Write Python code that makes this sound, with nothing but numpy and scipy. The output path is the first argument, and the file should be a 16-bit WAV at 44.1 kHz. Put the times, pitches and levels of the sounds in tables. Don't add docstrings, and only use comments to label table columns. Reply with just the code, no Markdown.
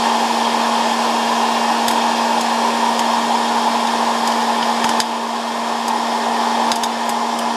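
import sys
import numpy as np
from scipy import signal
from scipy.fft import rfft, irfft
from scipy.io import wavfile
from scipy.ndimage import uniform_filter1d

SR = 44100
rng = np.random.default_rng(int(sys.argv[2]) if len(sys.argv) > 2 else 0)


def master_out(mix):
    frames = np.transpose(np.atleast_2d(mix))
    ceiling = np.clip(frames, -1, 1)
    pcm = np.round(ceiling * 32767).astype(np.int16)
    wavfile.write(sys.argv[1], SR, pcm)


def linear_from_db(decibels):
    return 10 ** (np.asarray(decibels, float) / 20)


N = 333396

# [t/s, crack rms level/dB, low cup mode/dB, body under the crack/dB, brightness/dB per octave]
MOUTH_POPS = [(1.8812, -14, 20, -6, 6), (1.9094, -25, 13, -1, 7), (2.409, -23, 8, -19, 1),
              (3.87, -24, 20, -15, -4), (4.2734, -22, 10, -18, 3), (5.0144, -20, 16, -8, -2),
              (5.88, -21, 12, -14, 4.5), (6.7573, -19, 11, -16, 2.5), (5.001, -8, 15, -8, -2.5),
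              (6.7168, -9.5, 17, -6, -4), (6.8346, -11, 16.5, -9, 1), (7.0918, -18, 9, -5, 5)]
DEEP_POPS = [
    (2.9914, -18, 18, -10, 0),
    (4.3174, -25, 13, -11, -5),
    (4.6254, -19.5, 18, -8, -17),
    (4.8412, -17.5, 17, 0, -1.5),
    (4.8902, -19, 14, -5, -2),
    (7.3878, -21, 22, -12, 6),
]
# [f/Hz, level/dB per Hz]
HULL_CRACK = [(1500, -32), (2500, -0.5), (4000, 0), (6000, 1), (9000, -4), (12000, -6.5), (15500, -26),
              (17000, -72)]
# [f/Hz, width/Hz, lift/dB]
CUP_MODES = [(2450, 600, -6), (4280, 330, -12), (4950, 950, 12), (5800, 380, -9), (6450, 700, 8.5),
             (7800, 700, 6), (9900, 1200, 4.5)]
# [t/s, f/Hz]
SHAFT_SPEED = [
    (0., 231.8),
    (3.65, 233.35),
    (4.15, 232.4),
    (5.4, 232.8),
    (6., 232.7),
    (7.56, 233.25),
]
# [multiple of shaft speed, rms level midway/dB, trend as the cup fills/dB per s]
SHAFT_ORDERS = [(1, -26.1, 0), (2, -38, -.4), (3, -35.8, 1.3), (4, -31.5, -.6), (7, -44, 0), (8, -40, -.5),
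                (9, -44.5, .7), (10, -44.5, .1), (11, -43.3, -.7), (12, -44.5, -1.6), (14, -44, -.8),
                (16, -46.5, .4), (18, -49, -1.1), (25, -46, -.2)]
# [f/Hz, level/dB per Hz]
AIR_ROAR = [(60, -50), (100, -54), (150, -25.5), (700, -9), (1350, -19.5), (5500, -22), (11800, -37.5),
            (15500, -52)]
# [f/Hz, width/Hz, lift/dB]
CHAMBER_MODES = [(313, 34, 8), (409.4, 15, 7.5), (850.5, 58, 5.5), (973, 380, 14.5), (1458, 33, 5.5),
                 (1747, 139, 7), (2085, 130, -5.5), (3222, 190, 7.5), (3530, 130, 4.5), (4456, 36, 6.5),
                 (4980, 49, 6), (5350, 47, 7), (6430, 520, 4), (9900, 460, 1),
                 (6120, 450, -8)]
# [t/s, drop/dB, recovery/dB per s]
GAIN_DUCKS = [
    (5.005, 5, 3),
    (6.719, 4.5, 10),
    (6.838, 3, 1),
]
# [f/Hz, share 0-1]
TOP_BAND_KEPT = [(9000, .99), (11000, .88), (12500, .55), (13400, .28), (14200, .035), (15100, .012),
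                 (15800, .001)]

MOUTH_MODE_HZ, DEEP_MODE_HZ = 3600, 3100
MOUTH_THUMP_HZ, DEEP_THUMP_HZ = 160, 240
FAINT_ORDERS = (5, 13, 15, 17, 20, 28, 30, 31, 39)


def pop(row, low_hz, thump_hz, chance):
    _, db, low_db, body_db, bright_db = row
    tear, steam = chance
    t = np.arange(len(tear)) / SR
    rise = 1 - np.exp(-t / .0004)
    tear_s = .0044 * linear_from_db(.3 * (-8 - db))
    cracks = np.sign(tear) * rise * np.exp(-(t / tear_s) ** 3)
    hiss = steam * rise * linear_from_db(-60 * t / .085)

    hz = np.fft.rfftfreq(len(t), 1 / SR)
    colour_db = lifted(HULL_CRACK, CUP_MODES + [(low_hz, 950, low_db)], hz)
    colour_db = colour_db + bright_db * np.log2(np.maximum(hz / 4000, 1))
    own_db = 10 * np.log10(uniform_filter1d(abs(rfft(cracks)) ** 2, size=30))
    crack = coloured(cracks, colour_db - own_db + own_db.mean())
    steam_tilt_db = 3.5 * np.log2(hz / 4000 + 0.12)
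    crack = crack + linear_from_db(-7.5) * coloured(hiss, colour_db + steam_tilt_db)

    body = resonate(resonate(cracks + .45 * hiss, 1500, 1100), 1500, 1100)
    swell = np.sin(np.pi * np.minimum(t * thump_hz / 2, 1)) ** 2
    thump = np.sin(2 * np.pi * thump_hz * t) * swell
    thump_db = -11 + 10 * (low_hz < MOUTH_MODE_HZ)

    scale = np.sqrt(tear_s * SR)
    crack = scale * crack / np.linalg.norm(crack)
    body = scale * body / np.linalg.norm(body)
    return linear_from_db(db) * (crack + linear_from_db(body_db) * (body + linear_from_db(thump_db) * thump))


def motor(waver_db=2.1):
    s, hz = np.transpose(SHAFT_SPEED)
    t = np.arange(N) / SR
    orders = SHAFT_ORDERS + [(k, -42 - .42 * k, 0) for k in FAINT_ORDERS]
    jitter, *wavers = drift(8, count=len(orders) + 1)
    speed_hz = np.interp(t, s, hz) + .12 * jitter
    turn = 2 * np.pi * np.cumsum(speed_hz) / SR
    out = np.zeros(N)
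    for (k, db, trend_db), waver, start in zip(orders, wavers, rng.random(len(wavers))):
        depth_db = waver_db * min(.12 * k ** 1.2, 1)
        level_db = db + trend_db * (t - t.mean()) + depth_db * (waver - .4)
        out += np.sqrt(2) * linear_from_db(level_db) * np.cos(k * turn + 2 * np.pi * start)
    return out


def air(level_db=-17.5, patchy_db=0.78, hiss_db_per_s=-0.29):
    frames, hz = N // 512 + 5, np.fft.rfftfreq(2048, 1 / SR)
    a, b, patches = rng.standard_normal((frames, 1025, 3)).T
    patches = evened(uniform_filter1d(uniform_filter1d(patches, 16, 0), 8, 1))
    ripple_db = 1.3 * evened(uniform_filter1d(rng.standard_normal(1025), 2)) * (hz > 1300)
    from_middle_s = (np.arange(frames) - frames / 2) * 512 / SR
    hiss_db = np.outer(hz > 2000, hiss_db_per_s * from_middle_s)
    steady_db = lifted(AIR_ROAR, CHAMBER_MODES, hz) + ripple_db
    z = (a + 1j * b) * linear_from_db(steady_db[:, None] + patchy_db * patches + hiss_db)
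    roar = signal.istft(z, nperseg=2048, noverlap=1536)[1][:N]
    return linear_from_db(level_db) * evened(roar)


def rattle(level_db=-46, ticks_per_s=180):
    strength = linear_from_db(3.5 * np.minimum(rng.exponential(1, N), 4))
    ticks = strength * (rng.random(N) < ticks_per_s / SR)
    spot = rng.integers(0, 8, N)
    out = np.zeros(N)
    for k, hz in enumerate(np.geomspace(2600, 9000, num=8)):
        out += resonate(resonate(ticks * (spot == k), hz, 700), hz, 700) * linear_from_db(-3.0 * k)
    return linear_from_db(level_db) * evened(out)


def evened(x):
    return x / np.sqrt(np.mean(x ** 2) + 1e-20)


def drift(top_hz, count):
    hz = np.geomspace(.15, top_hz, 12)
    t = np.arange(0, N + 512, 512) / SR
    phase = hz[:, None] * t + rng.random((count, 12, 1))
    waves = np.sin(2 * np.pi * phase) / np.sqrt(hz)[:, None]
    return [np.interp(np.arange(N) / SR, t, evened(w.sum(0))) for w in waves]


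def resonate(x, hz, width):
    r = np.exp(-np.pi * width / SR)
    return 2 * signal.lfilter([1 - r], [1, -r * np.exp(2j * np.pi * hz / SR)], x).real


def read(points, hz):
    f, value = np.transpose(points)
    return np.interp(np.log(hz + 1), np.log(f + 1), value)


def lifted(points, modes, hz):
    return read(points, hz) + sum(db / (1 + (2 * (hz - f) / w) ** 2) for f, w, db in modes)


def coloured(x, db):
    log_gain = np.log(linear_from_db(np.r_[db, db[-2:0:-1]]))
    lag = -signal.hilbert(log_gain).imag[:len(db)]
    return irfft(rfft(x) * linear_from_db(db) * np.exp(1j * lag))


def add(mix, s, sound):
    part = mix[round(s * SR):][:len(sound)]
    part += sound[:len(part)]


def scene():
    bursts = np.zeros(N)
    places = ((MOUTH_POPS, MOUTH_MODE_HZ, MOUTH_THUMP_HZ), (DEEP_POPS, DEEP_MODE_HZ, DEEP_THUMP_HZ))
    for rows, low_hz, thump_hz in places:
        for row, chance in zip(rows, rng.standard_normal((len(rows), 2, 8192))):
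            add(bursts, row[0], pop(row, low_hz, thump_hz, chance))
    bursts = signal.lfilter(*signal.butter(2, 85, "high", fs=SR), bursts)
    return (motor() + air() + rattle() + bursts)[None]


def thin_top_band(x, gain):
    hz, frame_s, z = signal.stft(x, SR, "cosine", nperseg=2048)
    power = abs(z / np.interp(frame_s, np.arange(N) / SR, gain)) ** 2
    steady = uniform_filter1d(np.median(power, axis=2), size=15) / np.log(2)
    limit = -np.log(read(TOP_BAND_KEPT, hz)) * steady * (hz > TOP_BAND_KEPT[0][0])
    dropped = z * ((power < limit[..., None]) | (hz > 15850)[:, None])
    return x - signal.istft(dropped, SR, "cosine", nperseg=2048)[1][:, :N]


def band_limit(x):
    return signal.sosfilt(signal.butter(12, 16390, fs=SR, output="sos"), x)


def record(dry):
    t = np.arange(N) / SR
    cut_db = np.zeros(N)
    for s, drop_db, recover_db in GAIN_DUCKS:
        cut_db = np.where(t < s, cut_db, np.maximum(drop_db - recover_db * (t - s), 0))
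    gain = linear_from_db(-uniform_filter1d(cut_db, 130))
    ducked = dry * gain
    limited = ducked / (1 + (ducked / .98) ** 6) ** (1 / 6)
    mix = thin_top_band(limited, gain)
    return band_limit(mix)


dry = scene()
out = record(dry)
master_out(out)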